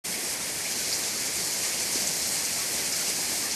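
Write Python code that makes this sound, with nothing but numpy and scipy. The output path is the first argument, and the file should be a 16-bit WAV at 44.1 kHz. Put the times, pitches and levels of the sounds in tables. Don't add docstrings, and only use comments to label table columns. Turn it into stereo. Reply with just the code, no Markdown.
import sys
import numpy as np
from scipy import signal
from scipy.fft import rfft, irfft
from scipy.io import wavfile
from scipy.ndimage import uniform_filter1d

SR = 44100
rng = np.random.default_rng(int(sys.argv[2]) if len(sys.argv) > 2 else 0)


def wrap_up_sound(samples):
    columns = np.atleast_2d(samples).T
    tamed = np.clip(columns, -1, 1)
    steps = np.round(tamed * 32767).astype(np.int16)
    wavfile.write(sys.argv[1], SR, steps)


N = 156555

# frequency in Hz, left density in dB per Hz,
# right density in dB per Hz, left-right likeness 0-1, phase lead of the left in rad.
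RUSH_SPECTRUM = [(25, -96, -93, 0.15, 6), (45, -81, -98, 0.17, 4), (65, -73.5, -73.5, 0.8, -0.5),
                 (115, -75, -73, 0.9, 0.8), (162, -70.5, -69.6, 1, 0.64), (340, -69, -69.5, 0.68, 0.06),
                 (740, -70, -68, 0.45, 1.67), (787, -69.5, -70.5, 0.33, 1.5), (1350, -71, -70.5, 0.67, 3.5),
                 (1814, -67, -70.5, 0.26, 2), (2210, -66.5, -69, 0.38, 0.14), (3040, -73, -71, 0.01, -3),
                 (3730, -74, -71.5, 0.28, 2.5)]
# frequency in Hz, left density in dB per Hz, right density in dB per Hz.
SPRAY_SPECTRUM = [(4300,-67,-68),(4960,-65,-67.5),(5760,-66,-67.5),(6460,-65.5,-66.5),(7350,-67.5,-67),(8160,-68,-65.5),(9270,-73.5,-65),(10300,-79.5,-68),(12700,-73,-70.5),(12900,-93,-77)]
# time in seconds, level in dB, added left minus right
# in dB of the lower and of the top band, left-right likeness 0-1 of the lower and of the top band.
SPRAY_COURSE = [(.05, -1.6, 0.77, -3.5, 0.08, .02), (.6, -0.63, 1, -4.5, 0.055, .02),
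                (.72, -0.35, 0.6, -2, 0.76, .06), (1.25, -0.14, 0.098, -2.5, .76, 0.096),
                (2.05, -0.041, -0.8, -1.5, 1, 0.21), (2.25, 0.95, -0.79, 1.5, 0.97, 0.65),
                (2.7, 0.035, -1.1, 1, 1, 0.69), (3.25, 0.31, -0.89, 1.5, 1, 0.64),
                (3.54, 0.23, -0.62, -1.5, 0.99, 0.41)]
# crest in seconds, level in dB before SPLASH_TRIM_DB, centre in Hz,
# width in octaves, fall to 1/e in seconds, left minus right in dB.
WAVELETS = [(0.142, -31, 2150, .15, 0.012, 5), (0.243, -34, 9500, 0.27, 0.0082, -8),
            (0.325, -31, 7800, 0.78, 0.035, -5), (0.654, -31.5, 2280, .14, 0.029, 2),
            (0.927, -22.5, 4650, .14, 0.015, -2), (0.938, -30, 6300, 0.23, .035, 0),
            (1.263, -28, 7000, 0.42, .025, -2), (1.35, -33, 6800, 0.27, .04, 0),
            (1.637, -29.5, 7200, 0.46, 0.066, -6), (1.64, -32.5, 2420, 0.35, 0.047, -2),
            (1.72, -35, 2380, 0.22, 0.028, 3), (1.82, -31, 7000, 0.37, .025, 0),
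            (1.957, -28.5, 5400, 0.48, 0.041, -3), (1.968, -32.5, 2300, 0.21, 0.025, 0),
            (2.072, -22.5, 6900, 0.21, 0.011, 1), (2.09, -34, 9000, .25, .02, -7),
            (2.32, -28, 7840, .33, 0.058, -3), (2.799, -30, 5530, 0.4, 0.014, 4),
            (2.873, -32, 8950, .25, .035, -2), (2.925, -27, 5500, 0.32, 0.025, 4),
            (2.961, -31, 5600, 0.33, .022, 5), (2.994, -32, 6500, .2, .015, 9),
            (3.072, -31, 5400, .35, .02, -4), (3.514, -26.5, 5430, 0.33, 0.035, 4)]
# start in seconds, level in dB before GURGLE_TRIM_DB,
# initial pitch in Hz, cycles to fade by 1/e.
AIR_POCKETS = [(.085, -30.5, 178, 5.6), (0.227, -28, 345, 5.4), (.755, -31, 219, 6.6),
               (1.954, -24.5, 350, 2.9), (1.956, -23.5, 256, 2.3), (2.015, -27.5, 191, 4.1),
               (2.095, -29, 160, 2.5), (2.727, -33, 231, 4.9), (2.808, -28.5, 377, 5.9)]
# start in seconds, right peak in dB before the treble cut.
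NEAR_DROPS = [(.3394, -13), (.495, -21), (1.135, -21), (1.257, -18), (1.642, -19)]

RUSH_TRIM_DB, SPRAY_TRIM_DB, SPLASH_TRIM_DB, GURGLE_TRIM_DB = -0.3, -0.54, -3.5, -6
RUSH_RISE_DB_PER_S = 0.32
CROSSOVER_HZ, TOP_BAND_HZ, TREBLE_CUT_HZ = 4060, 7750, 13000
SURGE_DB, SURGE_RATE_HZ = 0.44, 24
FIZZ_POPS_PER_S, FIZZ_SPREAD_DB, FIZZ_NEAR_POWER_SHARE = 9000, 2.7, 0.42
SPLASH_ATTACK_RATIO, SPLASH_LIKENESS = 0.14, 0.99
BUBBLE_GLIDE_RATIO = 0.031
BABBLE_BASE_DB, BABBLE_LOW_HZ, BABBLE_HIGH_HZ, BABBLE_FADE_CYCLES = -49.5, 208.8, 2720, 5.3
TRICKLE_BASE_DB, TRICKLE_SPREAD_DB = -49.5, 2.5
TRICKLE_LOW_HZ, TRICKLE_HIGH_HZ, TRICKLE_FADE_CYCLES = 643, 10890, 25.3
DROP_HZ, DROP_FADE_S, DROP_LEFT_DB = 8640, 0.000087, -10
START_S, FADE_IN_S = 0.039, 0.013
T = np.arange(N) / SR
F = np.maximum(np.fft.rfftfreq(N, 1 / SR), 1)


def rush():
    left_db, right_db, likeness, lead_rad = read(RUSH_SPECTRUM, F, np.log)
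    water = rfft(churn(fizz(), slow_db=-0.05, slow_hz=11, quick_db=0.73, quick_hz=38))
    left_colour = undb(left_db) * np.exp(1j * lead_rad)
    colour = np.array([left_colour, undb(right_db)])
    colour = colour * lowpass(CROSSOVER_HZ) * np.sqrt(SR / 2)
    rise_db = RUSH_RISE_DB_PER_S * (T - T.mean())
    return irfft(pair(water, likeness) * colour, N) * undb(RUSH_TRIM_DB + rise_db)


def spray():
    level_db, lower_pan_db, top_pan_db, lower_likeness, top_likeness = read(SPRAY_COURSE, T)
    water = churn(fizz(), slow_db=-0.02, slow_hz=10.32, quick_db=0.96, quick_hz=45)
    highpass = np.sqrt(1 - lowpass(CROSSOVER_HZ) ** 2)
    colour = undb(read(SPRAY_SPECTRUM, F, np.log)) * highpass * np.sqrt(SR / 2)
    lower = lowpass(TOP_BAND_HZ) ** 2
    bands = [(lower, lower_pan_db, lower_likeness), (1 - lower, top_pan_db, top_likeness)]
    out = np.zeros((2, N))
    for band, pan_db, likeness in bands:
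        coloured = irfft(rfft(pair(water, likeness)) * colour * band, N)
        out += coloured * undb(np.array([[.7], [-.3]]) * pan_db)
    return out * undb(SPRAY_TRIM_DB + level_db)


def splashes():
    likeness = SPLASH_LIKENESS * (1 - lowpass(CROSSOVER_HZ) ** 2)
    droplets = pair(rfft(fizz()), likeness)
    out = np.zeros((2, N))
    for crest_s, db, hz, width_oct, fall_s, pan_db in WAVELETS:
        band = np.exp(-.5 * (np.log2(F / hz) / width_oct) ** 2)
        cloud = irfft(droplets * band, N)
        age = (T - crest_s) / fall_s
        age = np.where(age < 0, age / SPLASH_ATTACK_RATIO, age)
        swell = np.exp(-np.minimum(age ** 2, 20))
        side_db = np.array([[pan_db], [-pan_db]]) / 2
        out += undb(db + SPLASH_TRIM_DB + side_db) * cloud / cloud.std() * swell
    return out


def gurgles(count=260):
    out = np.zeros((2, N))
    for when, size, strength, side in rng.random((count, 4)):
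        hz = BABBLE_LOW_HZ * (BABBLE_HIGH_HZ / BABBLE_LOW_HZ) ** size
        db = BABBLE_BASE_DB + 4.7 * strength ** 2 + 1.7 * size
        ring = bubble(hz, BABBLE_FADE_CYCLES) * undb(db)
        add(out, when * N / SR, place(ring, side))
    for start_s, db, hz, cycles in AIR_POCKETS:
        glug = bubble(hz, cycles) * undb(db + GURGLE_TRIM_DB)
        add(out, start_s, place(glug, 0.5))
    return out


def trickle(count=900):
    out = np.zeros((2, N))
    for when, pitch, chance, side in rng.random((count, 4)):
        height = np.sqrt(pitch)
        hz = TRICKLE_LOW_HZ * (TRICKLE_HIGH_HZ / TRICKLE_LOW_HZ) ** height
        nearness = min(-np.log(1 - chance), 4)
        db = TRICKLE_BASE_DB + TRICKLE_SPREAD_DB * nearness + 11 * height
        ring = bubble(hz, TRICKLE_FADE_CYCLES) * undb(db)
        add(out, when * N / SR, place(ring, side))
    return out


def drops():
    out = np.zeros((2, N))
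    t = T[:SR // 200]
    tick = np.sin(2 * np.pi * DROP_HZ * t) * np.exp(-t / DROP_FADE_S)
    for start_s, db in NEAR_DROPS:
        add(out, start_s, undb([[db + DROP_LEFT_DB], [db]]) * tick / tick.max())
    return out


def fizz():
    pops = (rng.random((3, N)) < FIZZ_POPS_PER_S / SR) * rng.standard_normal((3, N))
    size_db = FIZZ_SPREAD_DB * np.minimum(rng.exponential(size=(3, N)), 7)
    near = np.sign(pops) * undb(size_db)
    far = rng.standard_normal((3, N))
    share = FIZZ_NEAR_POWER_SHARE
    return np.sqrt(share) * near / near.std() + np.sqrt(1 - share) * far


def churn(streams, slow_db, slow_hz, quick_db, quick_hz, count=10):
    spectrum = rfft(streams)
    octave = np.clip(np.log2(F / TREBLE_CUT_HZ) + count - 1, 0, count - 1)
    out = np.zeros(streams.shape)
    for k in range(count):
        band = irfft(spectrum * np.maximum(1 - abs(octave - k), 0), N)
        level_db = slow_db * walk(slow_hz) + quick_db * walk(quick_hz)
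        out += band * undb(level_db)
    return out


def bubble(hz, cycles):
    fade_s = cycles / hz
    age = np.arange(int(6 * fade_s * SR)) / SR / fade_s
    phase = 2 * np.pi * cycles * (age + BUBBLE_GLIDE_RATIO * age ** 2 / 2)
    onset = 1 - np.exp(-age * 7)
    return np.sin(phase) * np.exp(-age) * onset


def pair(streams, likeness):
    likeness = np.clip(likeness, 0, 1)
    return np.sqrt(likeness) * streams[0] + np.sqrt(1 - likeness) * streams[1:]


def place(sound, side):
    return np.sqrt([[2 * side], [2 - 2 * side]]) * sound


def add(out, start_s, sound):
    i = int(np.clip(start_s * SR, 0, N - 1))
    out[:, i:i + sound.shape[1]] += sound[:, :N - i]


def walk(rate_hz):
    hold = max(int(SR / rate_hz), 1)
    steps = rng.standard_normal(1024)[(np.arange(N) // hold) % 1024]
    return 1.35 * uniform_filter1d(uniform_filter1d(steps, hold), hold)


def lowpass(hz):
    return 1 / np.sqrt(1 + (F / hz) ** 36)


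def read(table, at, scale=np.asarray):
    first, *columns = np.array(table).T
    return [np.interp(scale(at), scale(first), column) for column in columns]


def undb(db):
    return 10 ** (np.asarray(db) / 20)


def scene():
    surge = undb(SURGE_DB * walk(SURGE_RATE_HZ))
    river = (rush() + spray()) * surge
    return river + splashes() + gurgles() + trickle() + drops()


def record(dry):
    opened = dry * np.clip((T - START_S) / FADE_IN_S, 0, 1)
    treble_cut = signal.ellip(12, .1, 80, TREBLE_CUT_HZ, fs=SR, output="sos")
    return signal.sosfilt(treble_cut, opened)


dry = scene()
out = record(dry)
wrap_up_sound(out)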